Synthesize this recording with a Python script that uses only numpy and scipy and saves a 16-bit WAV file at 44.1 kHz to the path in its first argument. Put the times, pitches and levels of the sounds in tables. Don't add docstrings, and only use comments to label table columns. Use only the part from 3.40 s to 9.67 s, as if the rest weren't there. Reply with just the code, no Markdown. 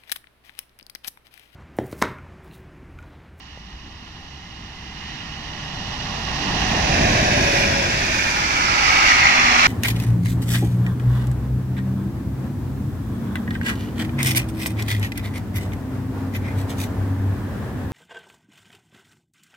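import sys
import numpy as np
from scipy import signal
from scipy.fft import rfft, irfft
from scipy.io import wavfile
from scipy.ndimage import uniform_filter1d

SR = 44100
rng = np.random.default_rng(int(sys.argv[2]) if len(sys.argv) > 2 else 0)


def inscribe(sig):
    pcm = np.round(np.clip(np.atleast_2d(sig).T, -1, 1) * 32767)
    wavfile.write(sys.argv[1], SR, pcm.astype(np.int16))


N = 276504
T = np.arange(N) / SR
FRAME = 2048
HOP = FRAME // 4
BIN_HZ = np.fft.rfftfreq(FRAME, 1 / SR)
FRAME_S = np.arange(N // HOP + 3)[:, None] * HOP / SR
TRAIN_M_PER_S, SOUND_M_PER_S, TRACK_DISTANCE_M = 32., 343., 14.

# t abreast/s, body rumble/dB, sleeper roar/dB, wheel ring/dB, contact hiss/dB, fizz/dB
BOGIE_BANDS = [(3.29, -34, -29.2, -32.2, -39.6, -63.8), (3.7, -23.2, -26.9, -25.6, -30, -54.2),
               (4.12, -25.9, -28.8, -24.3, -31.1, -49.9), (4.83, -39.6, -42.4, -26.6, -33.7, -50.3),
               (5.56, -36.2, -26.3, -21.5, -27.3, -49.9), (5.87, -42.6, -34.7, -18.6, -32, -55.5),
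               (6.29, -36.1, -25.4, -19.5, -26.2, -49.3)]
# distance exponent, flare/dB, level in rails/dB, rail loss/(dB/m), cut before the rails sing/dB
BAND_PATHS = [(1.38, -1.9, -33, .145, 0), (1.69, -9.6, -46.5, .085, 0), (1.77, -4.7, -40.6, .01, 8.9),
              (1.47, -5.6, -33.9, .34, 13.4), (1.73, -1.2, -75.1, .02, 3.5)]
# f/Hz, left-right/dB, coherence, left lead/rad
NEAR_IMAGE = [(30, 0.0, 0.992, -0.05), (130, -1.0, 0.986, -0.22), (300, 0.5, 0.96, -0.48),
              (480, 2.5, 0.92, -1.3), (720, -1.0, 0.71, -1.7), (1050, 0.5, 0.57, -2.0),
              (1400, 2.0, 0.79, -3.5), (1800, 2.0, 0.47, -6.1), (2000, -1.5, 0.51, -7.4),
              (2400, -6.0, 0.58, -6.5), (2850, -2.5, 0.55, -8.5), (3200, -1.5, 0.15, -9.6),
              (4300, -4.0, 0.05, -10.5), (5600, -11.5, 0.23, -7.4), (6600, -13.5, 0.19, -8.6),
              (8200, -3.0, 0.09, -6.1), (12000, -14.0, 0.07, -8.5)]


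def gain_of(db):
    return 10 ** (np.asarray(db) / 20)


def unit_rms(x):
    return x / np.sqrt(np.mean(x ** 2) + 1e-20)


def wander(rate_hz):
    hz = np.fft.rfftfreq(N, 1 / SR)
    return unit_rms(irfft(rfft(rng.standard_normal(N)) * np.exp(-(hz / rate_hz) ** 2), N))


def step(middle_s, rise_s):
    return .5 + .5 * np.tanh((FRAME_S - middle_s) / (2 * rise_s))


def swell(middle_s, length_s):
    return np.exp(-((FRAME_S - middle_s) / length_s) ** 2)


def per_bin(table):
    hz, *columns = np.transpose(table)
    return [np.interp(np.log(BIN_HZ + 1), np.log(hz), column) for column in columns]


def passing(t, abreast_s):
    along_m = TRAIN_M_PER_S * (t - abreast_s)
    distance_m = np.hypot(along_m, TRACK_DISTANCE_M)
    doppler = 1 / (1 + TRAIN_M_PER_S / SOUND_M_PER_S * along_m / distance_m)
    return doppler, TRACK_DISTANCE_M / distance_m


def microphone_hiss(level_db=-77.):
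    return gain_of(level_db) * rng.standard_normal((2, N))


def soft_knock(at_s=.1752, level_db=-30, hz=560):
    cycles = (T - at_s) * hz
    return gain_of(level_db) * np.exp(-(cycles / .46) ** 2) * np.cos(2 * np.pi * cycles)


def train_tones(throb_db=3.5, throb_hz=18., waver_hz=24.7):
    # t abreast/s, f at rest/Hz, t loudest/s, level/dB, swell time/s, relative pitch waver
    tones = [(3.93, 590, 4.09, -26, .24, .012), (3.93, 560, 2.7, -46, .4, .04),
             (3.65, 56, 3.7, -38, .8, .08), (3.65, 57, .7, -44.5, .9, .12), (3.65, 133, 3.3, -36, .7, .05),
             (3.7, 1865, 1.4, -51, .25, .008), (4.8, 2445, 4.9, -31, .16, .008),
             (5.72, 4580, 5.41, -32, .08, .005), (5.75, 2210, 5.92, -23, .06, .007),
             (6.35, 233, 6.12, -35, .25, .01)]
    balance_db, _, lead_rad = per_bin(NEAR_IMAGE)
    side = np.array([[.5], [-.5]])
    out = np.zeros((2, N))
    for abreast_s, hz, loudest_s, db, swell_s, waver in tones:
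        doppler, _ = passing(T, abreast_s)
        cycles = np.cumsum(hz * doppler * (1 + waver * wander(waver_hz))) / SR
        phase = 2 * np.pi * cycles + side * np.interp(hz, BIN_HZ, lead_rad)
        level_db = db + throb_db * wander(throb_hz) + side * np.interp(hz, BIN_HZ, balance_db)
        out += gain_of(level_db) / np.cosh((T - loudest_s) / swell_s) * np.sin(phase)
    return out


def tread_clacks(wheel_hz=2110., spread_hz=290., rise_s=.0019, rail_db=-8., rail_hz=1280.):
    # t/s, level/dB
    strikes = [(5.375, -19), (5.504, -10), (5.702, -11), (5.718, -4), (5.854, -5), (5.868, -4), (5.89, -12),
               (6.084, -7), (6.256, -4)]
    out = np.zeros((2, N))
    for start_s, db in strikes:
        span = np.flatnonzero((T >= start_s) & (T < start_s + 20 * rise_s))
        t = T[span] - start_s
        modes_hz = wheel_hz + spread_hz * rng.uniform(-1, 1, (6, 1))
        wheel = np.sin(2 * np.pi * modes_hz * (t - rise_s)).mean(0)
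        rail = gain_of(rail_db) * np.sin(2 * np.pi * rail_hz * t)
        envelope = gain_of(db) * t / rise_s * np.exp(1 - t / rise_s)
        out[:, span] += envelope * np.array([.87 * wheel + rail, wheel - rail])
    return out


def sleeper_beat(spacing_m=.55, depth_db=.3, waver=.063, waver_hz=8.):
    cycles = np.cumsum(TRAIN_M_PER_S / spacing_m * (1 + waver * wander(waver_hz))) / SR
    return gain_of(depth_db * np.sin(2 * np.pi * cycles))


def resonance(hz, width_hz, db):
    return gain_of(db) ** 2 / (1 + ((BIN_HZ - hz) / (.71 * width_hz)) ** 2) ** 2


def rail_and_wheel_modes(arrival, ripple_db=1.43, ripple_rise_hz=12000., distance_exponent=2.1):
    # f/Hz, width/Hz, level re rolling noise/dB
    rail_modes = [(780, 50, 0), (2880, 170, 3), (4400, 250, -6), (5750, 200, -2.5), (1405, 42, 8)]
    # t abreast/s, f at rest/Hz, width/Hz, level re rolling noise/dB
    wheel_modes = [(3.5, 715, 145, 6.7), (3.65, 324, 70, 0.5), (4.1, 225, 50, 1), (3.7, 1720, 160, 3.5),
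                   (3.75, 2390, 220, 4), (4.1, 1700, 110, 1), (4.1, 2550, 150, -5), (4.1, 5740, 500, 1.5),
                   (4.4, 7400, 110, -5.5), (4.25, 8360, 130, 4), (4.8, 1770, 90, 3), (4.8, 2447, 99, 6.5),
                   (4.9, 6100, 150, -4), (5.6, 760, 120, 0.5), (5.65, 1230, 172, -5),
                   (5.75, 2175, 150, 5.5), (5.75, 1900, 200, 0), (5.72, 4580, 70, 7), (5.75, 6950, 180, 0),
                   (6.35, 345, 60, 0), (6.35, 2140, 200, -6), (6.35, 2630, 130, -0.5)]
    lift = 1 + (1 - arrival) * sum(resonance(*mode) for mode in rail_modes)
    for abreast_s, hz, width_hz, db in wheel_modes:
        doppler, nearness = passing(FRAME_S, abreast_s)
        lift = lift + nearness ** distance_exponent * resonance(hz * doppler, width_hz, db)
    depth_db = ripple_db * (1 + BIN_HZ / ripple_rise_hz)
    for abreast_s in np.unique(np.round(np.transpose(wheel_modes)[0])):
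        doppler, nearness = passing(FRAME_S, abreast_s)
        weak_modes = unit_rms(uniform_filter1d(rng.standard_normal(len(BIN_HZ)), size=4))
        lift = lift * gain_of(depth_db * nearness * np.interp(BIN_HZ / doppler, BIN_HZ, weak_modes)) ** 2
    return lift


def airborne_power(band, flare_s=.125):
    exponent, flare_db = BAND_PATHS[band][:2]
    powers = []
    for abreast_s, *bands_db in BOGIE_BANDS:
        _, nearness = passing(FRAME_S, abreast_s)
        flare = gain_of(flare_db) ** 2 * swell(abreast_s, flare_s)
        powers.append(gain_of(bands_db[band]) ** 2 * (nearness ** (2 * exponent) + flare))
    return np.array(powers)


def band_levels_db(sing_s=1.46, sing_rise_s=.067, swell_s=.045):
    # t/s, level/dB
    swells = [(.48, 5), (2.38, 2.5), (3.1, 3.5), (3.63, 2), (4.0, 2)]
    # t/s, length/s, ring and hiss/dB, fizz/dB
    surges = [(1.72, .12, 2, .8), (4.19, .05, .8, 3), (5.7, .055, 2.2, 2.2), (6.25, .05, 1.5, 2.5)]
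    ahead_m = TRAIN_M_PER_S * np.maximum(BOGIE_BANDS[0][0] - FRAME_S, 0)
    before_singing = 1 - step(sing_s, sing_rise_s)
    levels_db = []
    for band, (_, _, rail_db, loss_db_per_m, cut_db) in enumerate(BAND_PATHS):
        rail_power = gain_of(rail_db - loss_db_per_m * ahead_m - cut_db * before_singing) ** 2
        levels_db.append(10 * np.log10(airborne_power(band).sum(0) + rail_power))
    rumble, roar, ring, hiss, fizz = levels_db
    swell_db = sum(db * swell(at_s, swell_s) for at_s, db in swells)
    surge_db = sum(db * swell(at_s, length_s) for at_s, length_s, db, _ in surges)
    fizz_db = sum(db * swell(at_s, length_s) for at_s, length_s, _, db in surges)
    return rumble + swell_db, roar, ring + surge_db, hiss + surge_db, fizz + fizz_db


def treble_lean_db(offset_db=1.9, swing_db=10.5, lag_s=.15, shade_hz=1200.):
    along_m = np.array([TRAIN_M_PER_S * (FRAME_S - lag_s - bogie[0]) for bogie in BOGIE_BANDS])
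    angle = np.arctan(along_m / TRACK_DISTANCE_M)
    side = np.average(np.sin(angle) * np.cos(angle), axis=0, weights=airborne_power(band=3))
    return (offset_db + swing_db * side) * BIN_HZ / (BIN_HZ + shade_hz)


def stereo_image(table):
    balance_db, coherence, lead_rad = per_bin(table)
    return balance_db, np.clip(coherence, 0, .999) * np.exp(1j * lead_rad)


def stereo_noise(power, arrival):
    # f/Hz, left-right/dB, coherence, left lead/rad
    far_image = [(30, 0.0, 0.96, 0.08), (250, 0.0, 0.991, 0.13), (500, 0.5, 0.87, -0.17),
                 (800, -1.5, 0.55, -0.29), (1100, -2.0, 0.84, 0.27), (1230, -2.5, 0.05, 1.0),
                 (1400, 2.5, 0.93, 2.6), (1600, 6.5, 0.72, 1.0), (1900, -0.5, 0.94, 0.07),
                 (2250, -9.0, 0.23, 1.4), (2550, -5.5, 0.82, 1.2), (2900, -16.5, 0.22, 1.0),
                 (3300, -3.5, 0.81, 2.7), (3900, -9.5, 0.54, 4.7), (4600, -10.5, 0.6, 4.1),
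                 (5300, -16.0, 0.22, 1.8), (5800, -13.0, 0.68, -0.25), (6500, -19.5, 0.29, 1.0),
                 (7300, -11.0, 0.26, 2.6), (8400, -0.5, 0.13, -0.34), (12000, -5.0, 0.04, 2.1)]
    far_and_near = zip(stereo_image(far_image), stereo_image(NEAR_IMAGE))
    balance_db, coherence = (far + arrival * (near - far) for far, near in far_and_near)
    balance_db = balance_db + treble_lean_db()
    draws = rng.standard_normal((4,) + power.shape)
    left, independent = draws[::2] + 1j * draws[1::2]
    right = coherence.conj() * left + np.sqrt(1 - abs(coherence) ** 2) * independent
    pan = np.array([gain_of(balance_db / 2), gain_of(-balance_db / 2)])
    pan /= np.sqrt((pan ** 2).mean(0))
    mid_power = power * (1 + pan.prod(0) * coherence.real) / 2
    return np.array([left, right]) * pan * np.sqrt(power), mid_power


def rolling_noise(arrival_s=3.7, arrival_exponent=2.6, coaches_s=4.75, blend_s=.22,
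                  flutter_db=(.8, .6, .8, .4, .3), flutter_hz=(14, 40, 70, 60, 60)):
    # f/Hz, level/dB
    far = [(10, -18), (35, 0), (64, 0.5), (90, -2.5), (180, -2), (330, -11), (540, -19), (780, -8),
           (1250, -11), (1530, -18.5), (1900, -12), (2300, -18), (2850, -11.5), (3300, -14), (5800, -17.5),
           (6300, -23.5), (7200, -31.5), (8400, -43.5), (11000, -40.5), (15500, -52)]
    locomotive = [(10, -33), (30, -6), (60, 0), (130, -4), (300, -5.5), (470, -10), (700, -7), (1100, -13),
                  (1800, -9), (2500, -8), (3200, -12), (5800, -12), (7000, -20), (8100, -34.5),
                  (10500, -33.5), (15500, -48)]
    coaches = [(10, -32), (35, -6), (110, -10), (170, -14), (300, -12), (480, -17), (780, -6.5),
               (1020, -6.5), (1300, -1), (1650, -10.5), (2100, -6.5), (2700, -7.5), (3200, -13.5),
               (5700, -10.5), (7000, -20), (8100, -31.5), (10500, -34), (15500, -45)]
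    crossovers_hz = [400, 1500, 3200, 8600]
    arrival = passing(np.minimum(FRAME_S, arrival_s), arrival_s)[1] ** arrival_exponent
    far_db, locomotive_db, coaches_db = (per_bin(table)[0] for table in (far, locomotive, coaches))
    colour_db = far_db + arrival * (locomotive_db - far_db)
    colour_db += step(coaches_s, blend_s) * (coaches_db - locomotive_db)
    noise, mid_power = stereo_noise(gain_of(colour_db) ** 2 * rail_and_wheel_modes(arrival), arrival)
    lowpasses = [0] + [1 / (1 + (BIN_HZ / hz) ** 10) for hz in crossovers_hz] + [1]
    out = np.zeros((2, N))
    for band, level_db in enumerate(band_levels_db()):
        bandpass = lowpasses[band + 1] - lowpasses[band]
        gain = gain_of(level_db) / np.sqrt((mid_power * bandpass ** 2).sum(1, keepdims=True))
        spectra = (noise * bandpass * gain).transpose(0, 2, 1)
        _, sound = signal.istft(spectra, nperseg=FRAME, noverlap=FRAME - HOP)
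        out += sound[:, :N] * gain_of(flutter_db[band] * wander(flutter_hz[band]))
    return out


def scene():
    return rolling_noise() * sleeper_beat() + train_tones() + tread_clacks() + soft_knock() + microphone_hiss()


def record(dry):
    ceiling, cutoff_hz = .95, 15700
    rounded = dry / (1 + (dry / ceiling) ** 8) ** (1 / 8)
    lowpass = signal.firwin(511, cutoff_hz, window=("kaiser", 9), fs=SR)
    return signal.oaconvolve(rounded, lowpass[None], "same")


dry = scene()
out = record(dry)
inscribe(out)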